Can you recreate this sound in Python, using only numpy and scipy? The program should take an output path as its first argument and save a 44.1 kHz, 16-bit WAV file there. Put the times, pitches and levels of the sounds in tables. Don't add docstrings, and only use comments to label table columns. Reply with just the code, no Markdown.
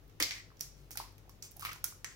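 import sys
import numpy as np
from scipy import signal
from scipy.io import wavfile
from scipy.ndimage import uniform_filter1d

SR = 44100
rng = np.random.default_rng(int(sys.argv[2]) if len(sys.argv) > 2 else 0)


def store_pcm(level_fs):
    pcm = np.round(np.clip(level_fs, -1, 1) * 32767).astype(np.int16)
    wavfile.write(sys.argv[1], SR, np.atleast_2d(pcm).T)


def gain_from_db(level_db):
    decades = np.asarray(level_db, float) / 20
    return 10 ** decades


N = 94815


def evened(x):
    return x / np.sqrt(np.mean(x ** 2) + 1e-20)


def read(points, hz):
    f, value = np.transpose(points)
    return np.interp(np.log(hz + 1), np.log(f + 1), value)


def add(mix, s, sound):
    part = mix[:, round(s * SR):][:, :sound.shape[-1]]
    part += sound[..., :part.shape[1]]


def partly_like(a, b, same):
    return same * a + np.sqrt(1 - same ** 2) * b


def causal(gain):
    spectrum = np.exp(np.conj(signal.hilbert(np.log(gain + 1e-5))))
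    return np.fft.ifft(spectrum).real[..., :512]


def humps(peaks, scale=1):
    hz = abs(np.fft.fftfreq(1024, 1 / SR))
    power = sum((gain_from_db(db) / (1 + (2 * (hz - f * scale) / width) ** 2)) ** 2 for f, width, db in peaks)
    gain = np.sqrt(power)
    return gain / gain.mean()


def ring(x, hz, width):
    b, a = signal.iirpeak(hz, hz / width, SR)
    return signal.lfilter(b, a, signal.lfilter(b, a, x))


def body(x, peaks):
    return sum((-1) ** k * gain_from_db(db) * ring(x, hz, width) for k, (hz, width, db) in enumerate(peaks))


RISE_S = 0.0008


def burst(t60):
    fray_db, same_click = -15, 0.071
    t = np.arange(1500) / SR - RISE_S
    left, other = rng.standard_normal((2, 1500))
    fray = np.array([left, partly_like(left, other, same_click)])
    fray *= gain_from_db(fray_db - 60 * abs(t) / t60)
    return fray + np.sign(left[0]) * np.sinc(t * SR)


# pitch in Hz, width in Hz, level in dB.
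FIZZ = [(9740, 2300, -2.5), (12470, 7000, -7.4), (14700, 6700, -12)]
# pitch in Hz, width in Hz, level in dB.
RIM = [(4640, 3100, -7), (5560, 1880, 2.5), (6480, 3600, -1)]


def breaks(rows, lifts_db, t60, wall):
    out = np.zeros((3, N))
    clean = np.sinc(np.arange(1500) - RISE_S * SR)
    for s, fizz_db, rim_db, wall_db, *rim_hz in rows:
        rim_scale = rim_hz[0] / RIM[1][0] if rim_hz else 1
        parts = humps(FIZZ), humps(RIM, rim_scale), humps(wall)
        levels_db = fizz_db, rim_db, wall_db
        power = sum((gain_from_db(db + lift) * part) ** 2 for db, lift, part in zip(levels_db, lifts_db, parts))
        colour = causal(np.sqrt(power))
        add(out, s, signal.fftconvolve(np.vstack([burst(t60), clean]), colour[None], axes=1))
    return out


# start in seconds, film fizz peak in dB, rim click in dB, wall tap in dB.
SNAPS = [(.0408, -62, -92, -100), (.0792, -59, -83, -85), (.0965, -60, -68, -72), (.5696, -61, -65, -83),
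         (.594, -53, -59, -71), (.6035, -46, -57, -72), (.9075, -38, -55.5, -63), (.9137, -39, -50.5, -65),
         (.9305, -41, -59, -69), (.9565, -40.5, -55, -61), (1.0135, -53, -56, -56), (1.1228, -57, -86, -90),
         (1.1811, -52.5, -65, -69), (1.294, -45, -57, -71), (1.517, -45, -62, -79), (1.5653, -48, -70, -76),
         (1.568, -41.5, -60.5, -75), (1.595, -37, -58, -68), (1.6095, -38, -73, -62),
         (1.6245, -40, -52, -60), (1.6405, -47, -68, -57), (1.657, -36, -59, -47.5),
         (1.668, -47, -61, -47.5), (1.715, -48, -63, -49.5), (1.7311, -37, -52.5, -66),
         (1.693, -55, -55, -50), (1.719, -48, -51.5, -71), (1.511, -45, -75, -82)]
# start in seconds, film fizz peak in dB, rim click in dB, wall tap in dB,
# rim pitch in Hz.
CRACKS = [
    (0.6084, -25.5, -37.5, -56, 5610),
    (0.9725, -23.5, -37, -48, 4650),
    (1.4237, -45.5, -46.5, -73, 5500),
    (1.4261, -54, -43.5, -68, 6600),
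    (1.65, -30, -45, -41, 4800),
    (1.8414, -19.5, -35, -47.5, 5920),
    (1.8445, -25.5, -51.5, -72, 6300),
    (2.0447, -38.5, -38, -48, 6400),
]
# pitch in Hz, width in Hz, level in dB.
WALL = [(1343, 650, -5.5), (2180, 940, -3.5), (2930, 4220, -4.5)]


def film_snaps():
    return breaks(SNAPS + CRACKS, lifts_db=[2, 11.5, 16], t60=0.004, wall=WALL)


# start in seconds, fizz peak in dB, rim click in dB, wall tap in dB,
# rim pitch in Hz.
LID = [
    (.2, -35, -42, -44, 5600),
    (.2025, -31, -36.5, -41.5, 6800),
    (.2075, -38, -38.5, -47.5, 4300),
    (.216, -50, -38.5, -54, 4500),
    (.2245, -25.5, -25.5, -44, 4670),
    (.232, -32, -46, -44, 5840),
    (.308, -43.5, -38, -44, 4250),
    (.318, -65, -42.5, -50, 5600),
]
# pitch in Hz, width in Hz, level in dB.
LID_SHEET = [(1780, 150, -17), (2200, 650, -2), (3120, 1970, -8)]


def lid_bounces():
    return breaks(LID, lifts_db=[4, 11.5, 14], t60=0.005, wall=LID_SHEET)


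# start in seconds, peak in dB, pitch in Hz,
# time to fade by 60 dB in seconds.
KNOCKS = [(.2005, -36, 1120, .015), (.2068, -34, 485, 0.017), (.207, -44, 1270, 0.035),
          (.205, -36.5, 1780, 0.066), (.217, -39, 1810, .03), (.229, -37, 2100, 0.036),
          (.233, -29, 2190, .025), (.3085, -36, 2330, .012), (.314, -43, 1880, 0.014),
          (.323, -39, 2320, 0.016), (.356, -43, 2080, 0.021), (.365, -44, 1900, .018),
          (.381, -47, 1950, 0.016), (.387, -40, 2300, 0.014), (.4, -41, 2000, 0.027),
          (.5035, -45.5, 1500, 0.0071), (.516, -51.5, 1090, 0.014), (.908, -54, 800, .016),
          (.9545, -43, 1445, .02), (.958, -49.5, 830, 0.038), (.973, -43, 770, 0.011),
          (.9735, -44, 2230, 0.011), (1.0001, -28, 940, 0.017), (1.005, -38, 1100, .015),
          (1.011, -42, 930, 0.013), (1.017, -50, 1010, 0.012), (1.038, -51, 940, .02),
          (1.255, -54, 750, .016), (1.278, -50.5, 760, 0.02), (1.294, -47.5, 1080, 0.014),
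          (1.562, -54, 735, .02), (1.574, -51.5, 760, 0.024), (1.594, -53, 820, 0.022),
          (1.623, -36, 1340, 0.015), (1.629, -36, 1150, 0.031), (1.6503, -25.5, 1180, 0.0051),
          (1.658, -33, 2250, 0.02), (1.659, -36, 1210, .016), (1.668, -39, 1240, 0.016),
          (1.669, -46, 2300, .012), (1.687, -35.5, 1250, 0.017), (1.6918, -31, 2280, 0.018),
          (1.698, -37, 1190, 0.017), (1.719, -40, 1470, 0.021), (1.76, -41.5, 980, 0.011),
          (1.841, -38.5, 1420, 0.047), (1.924, -40.5, 1200, 0.0079), (2.0448, -27.5, 1890, 0.012),
          (2.061, -52, 1980, 0.013),
          (0.25, -25, 4750, 0.0026),
    (.6083, -23.5, 5700, 0.0091),
    (.9733, -37, 5900, .004),
    (2.3, -27, 5300, 0.0056),
    (1.8415, -40, 2600, 0.012),
    (1.8415, -49.5, 970, 0.029),
    (.205, -40, 660, .03),
    (.2075, -35, 323, 0.051),
    (.2185, -37, 2900, 0.027),
]


def knocks():
    out, t = np.zeros((2, N)), np.arange(2000) / SR
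    lift_db, attack_s = -2, 0.00076
    for s, db, hz, t60 in KNOCKS:
        tone = np.sin(2 * np.pi * hz * t) + 0.26 * np.sin(2 * np.pi * 0.91 * hz * t)
        envelope = gain_from_db(db + lift_db - 60 * t / t60) * (1 - np.exp(-t / attack_s))
        add(out, s, envelope * tone)
    return out


# start in seconds, length in seconds, level in dB,
# brightness in dB.
RUBS = [(0.1995, 0.041, -39, -7), (1.743, 0.057, -72.5, 9), (0.906, 0.047, -66, 10.5),
        (1.424, 0.065, -58, 2.5), (1.595, 0.057, -60, 1.5), (1.619, 0.078, -53, -4.5),
        (1.652, 0.066, -55.5, -1.5), (1.9, 0.056, -70.5, -9), (2.1, 0.091, -63, -10), (.33, 0.097, -57, -6),
        (.76, 0.16, -73, -3)]


def rubs():
    slips_per_s, spread_db = 5000, 5
    out = np.zeros((2, N))
    for s, length, db, bright_db in RUBS:
        chance, side, size = rng.random((8000, 3)).T
        progress = np.minimum(np.arange(8000) / SR / length, 1)
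        slips = (chance < slips_per_s / SR) * np.sign(side - 0.5)
        slips = slips * gain_from_db(-spread_db * np.log(size + 0.016))
        slips = evened(slips) * np.sin(np.pi * progress ** 0.41)
        dull = body(slips, WALL + BOARD[2:])
        bright = gain_from_db(bright_db) * body(slips, RIM + FIZZ)
        add(out, s, gain_from_db(db + 8) * (dull + bright))
    return out


# pitch in Hz, width in Hz, level in dB.
BOARD = [(277, 81, 9.5), (490, 410, 0), (747, 190, -22), (1146, 540, -16.5)]
# start in seconds, peak in dB.
THUDS = [
    (.201, -51),
    (0.2066, -37),
    (0.211, -50.5),
]


def thuds():
    out, part = np.zeros((2, N)), body(np.sinc(np.arange(3000.)), BOARD)
    for s, db in THUDS:
        add(out, s, gain_from_db(db) * part / abs(part).max())
    return out


# frequency in Hz, time to fade by 60 dB in seconds.
ROOM = [(300, 0.17), (1000, 0.37), (2200, 0.37), (5500, 0.37), (9000, 0.31), (15000, 0.24)]
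# frequency in Hz, level in dB.
ROOM_COLOUR = [(200, -5), (1000, 1), (2200, -0.2), (5500, 2.04), (9000, 1), (15000, -4)]


def kitchen(x, wet_db):
    scatter_db, scatter_t60 = -14, 0.035
    hz, out = np.fft.rfftfreq(128, 1 / SR), np.zeros((2, N))
    half = SR // 2
    taps = np.zeros((3, 2, half))
    at = np.arange(42, half - 8, 8) + rng.integers(0, 8, (3, 2, (half - 43) // 8))
    np.put_along_axis(taps, at, rng.choice([-1., 1.], at.shape), 2)
    scatter = gain_from_db(2 * (scatter_db + 20.5 - 60 * np.arange(half) / SR / scatter_t60))
    taps *= np.sqrt(1 + scatter)
    _, t, z = signal.stft(taps, SR, nperseg=128)
    z[:, 1] = partly_like(z[:, 0], z[:, 1], read(HUSH_SAME, hz)[:, None])
    z = z * gain_from_db(read(ROOM_COLOUR, hz)[:, None] - 60 * t / read(ROOM, hz)[:, None])
    tails = signal.istft(z, SR, nperseg=128)[1]
    for k, tail in enumerate(tails / np.linalg.norm(tails[0, 0])):
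        turn = np.sqrt(2 / 3) * np.cos(np.pi * (3.1 * np.arange(N) / SR + k / 3))
        out += gain_from_db(wet_db) * signal.fftconvolve((x * turn)[None], tail, axes=1)[:, :N]
    return out


# frequency in Hz, level in dB.
LEFT_MIC = [(300, 1.5), (2000, 4), (4000, 2), (6000, 2.5), (8000, 4), (11000, -7), (13000, -2),
            (16000, -27)]
# frequency in Hz, level in dB.
RIGHT_MIC = [(300, 1.3), (2000, 5), (4000, -1.5), (6000, 2), (7800, -2.5), (9500, -3.5), (11000, 7.5),
             (16000, 12.5)]


def microphones(x):
    hz = abs(np.fft.fftfreq(1024, 1 / SR))
    colours = gain_from_db([read(LEFT_MIC, hz), read(RIGHT_MIC, hz)])
    return signal.fftconvolve(x, causal(colours), axes=1)[:, :N]


# frequency in Hz, level in dB per Hz.
HUSH = [(28, -6.5), (75, -8.5), (200, -11), (420, -14), (850, -24), (6500, -34), (8300, -41),
        (16000, -32.5)]
# frequency in Hz, likeness from 0 to 1.
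HUSH_SAME = [(60, 1), (290, 1), (640, 0.24), (1400, 0.026)]
# frequency in Hz, left minus right in dB.
HUSH_LEAN = [(60, -16), (200, 9.5), (400, -0.5), (4400, 1.5), (8000, 3), (11000, -7), (13000, -5),
             (16000, -34)]


def hush():
    level_db, patch_db = -63, 0.5
    frames, hz = N // 256 + 5, np.fft.rfftfreq(1024, 1 / SR)
    a, b, c, d, patches = rng.standard_normal((frames, 513, 5)).T
    patches = evened(uniform_filter1d(uniform_filter1d(patches, 12, 0), 12, 1))
    left = a + 1j * b
    right = partly_like(left, c + 1j * d, read(HUSH_SAME, hz)[:, None])
    lean_db = np.minimum(read(HUSH_LEAN, hz) * np.array([[1], [-1]]), 0)
    colour_db = (read(HUSH, hz) + lean_db)[..., None] + patch_db * patches
    z = np.array([left, right]) * gain_from_db(colour_db)
    return gain_from_db(level_db) * evened(signal.istft(z, nperseg=1024, noverlap=768)[1][:, :N])


HUM_HZ = [49.5, 100, 143]
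# rms level in dB, waver speed in Hz, waver depth.
HUM = [(-63, 6.5, .9), (-64.5, 16, 1.8), (-69, 22, 2.5)]


def fridge():
    lean_db = 7.8
    t, out = np.arange(N) / SR, 0
    speeds = np.linspace(-1, 1, 12) ** 3 + 0.0415
    for hz, (db, waver_hz, depth) in zip(HUM_HZ, HUM):
        drift = sum(np.exp(2j * np.pi * (waver_hz * f * t + rng.random())) for f in speeds)
        line = (1 + depth * drift / np.sqrt(12)) * np.exp(2j * np.pi * hz * t)
        out = out + gain_from_db(db) * evened(line.real)
    return out * gain_from_db([[lean_db / 2], [-lean_db / 2]])


def scene():
    direct_db, left_shade_db, left_lag_s = 2.5, -5, 0.00015
    film, lid = film_snaps(), lid_bounces()
    tub, board = knocks() + rubs(), thuds()
    sharp = (film + lid)[:2] * gain_from_db([[direct_db + left_shade_db], [direct_db]])
    direct = sharp + tub + board
    direct[0] = np.roll(direct[0], round(left_lag_s * SR))
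    hands_room = kitchen(film[2] + gain_from_db(-9) * tub[1], wet_db=2)
    lid_room = kitchen(lid[2] + board[1], wet_db=3.5)
    return microphones(direct + hands_room + lid_room) + hush() + fridge()


def low_pass(x):
    return signal.sosfilt(signal.butter(12, 17150, fs=SR, output="sos"), x)


def record(dry):
    edge_hz = 15970
    mix = signal.oaconvolve(dry, signal.firwin(255, edge_hz, fs=SR)[None], "same")
    return low_pass(mix)


dry = scene()
out = record(dry)
store_pcm(out)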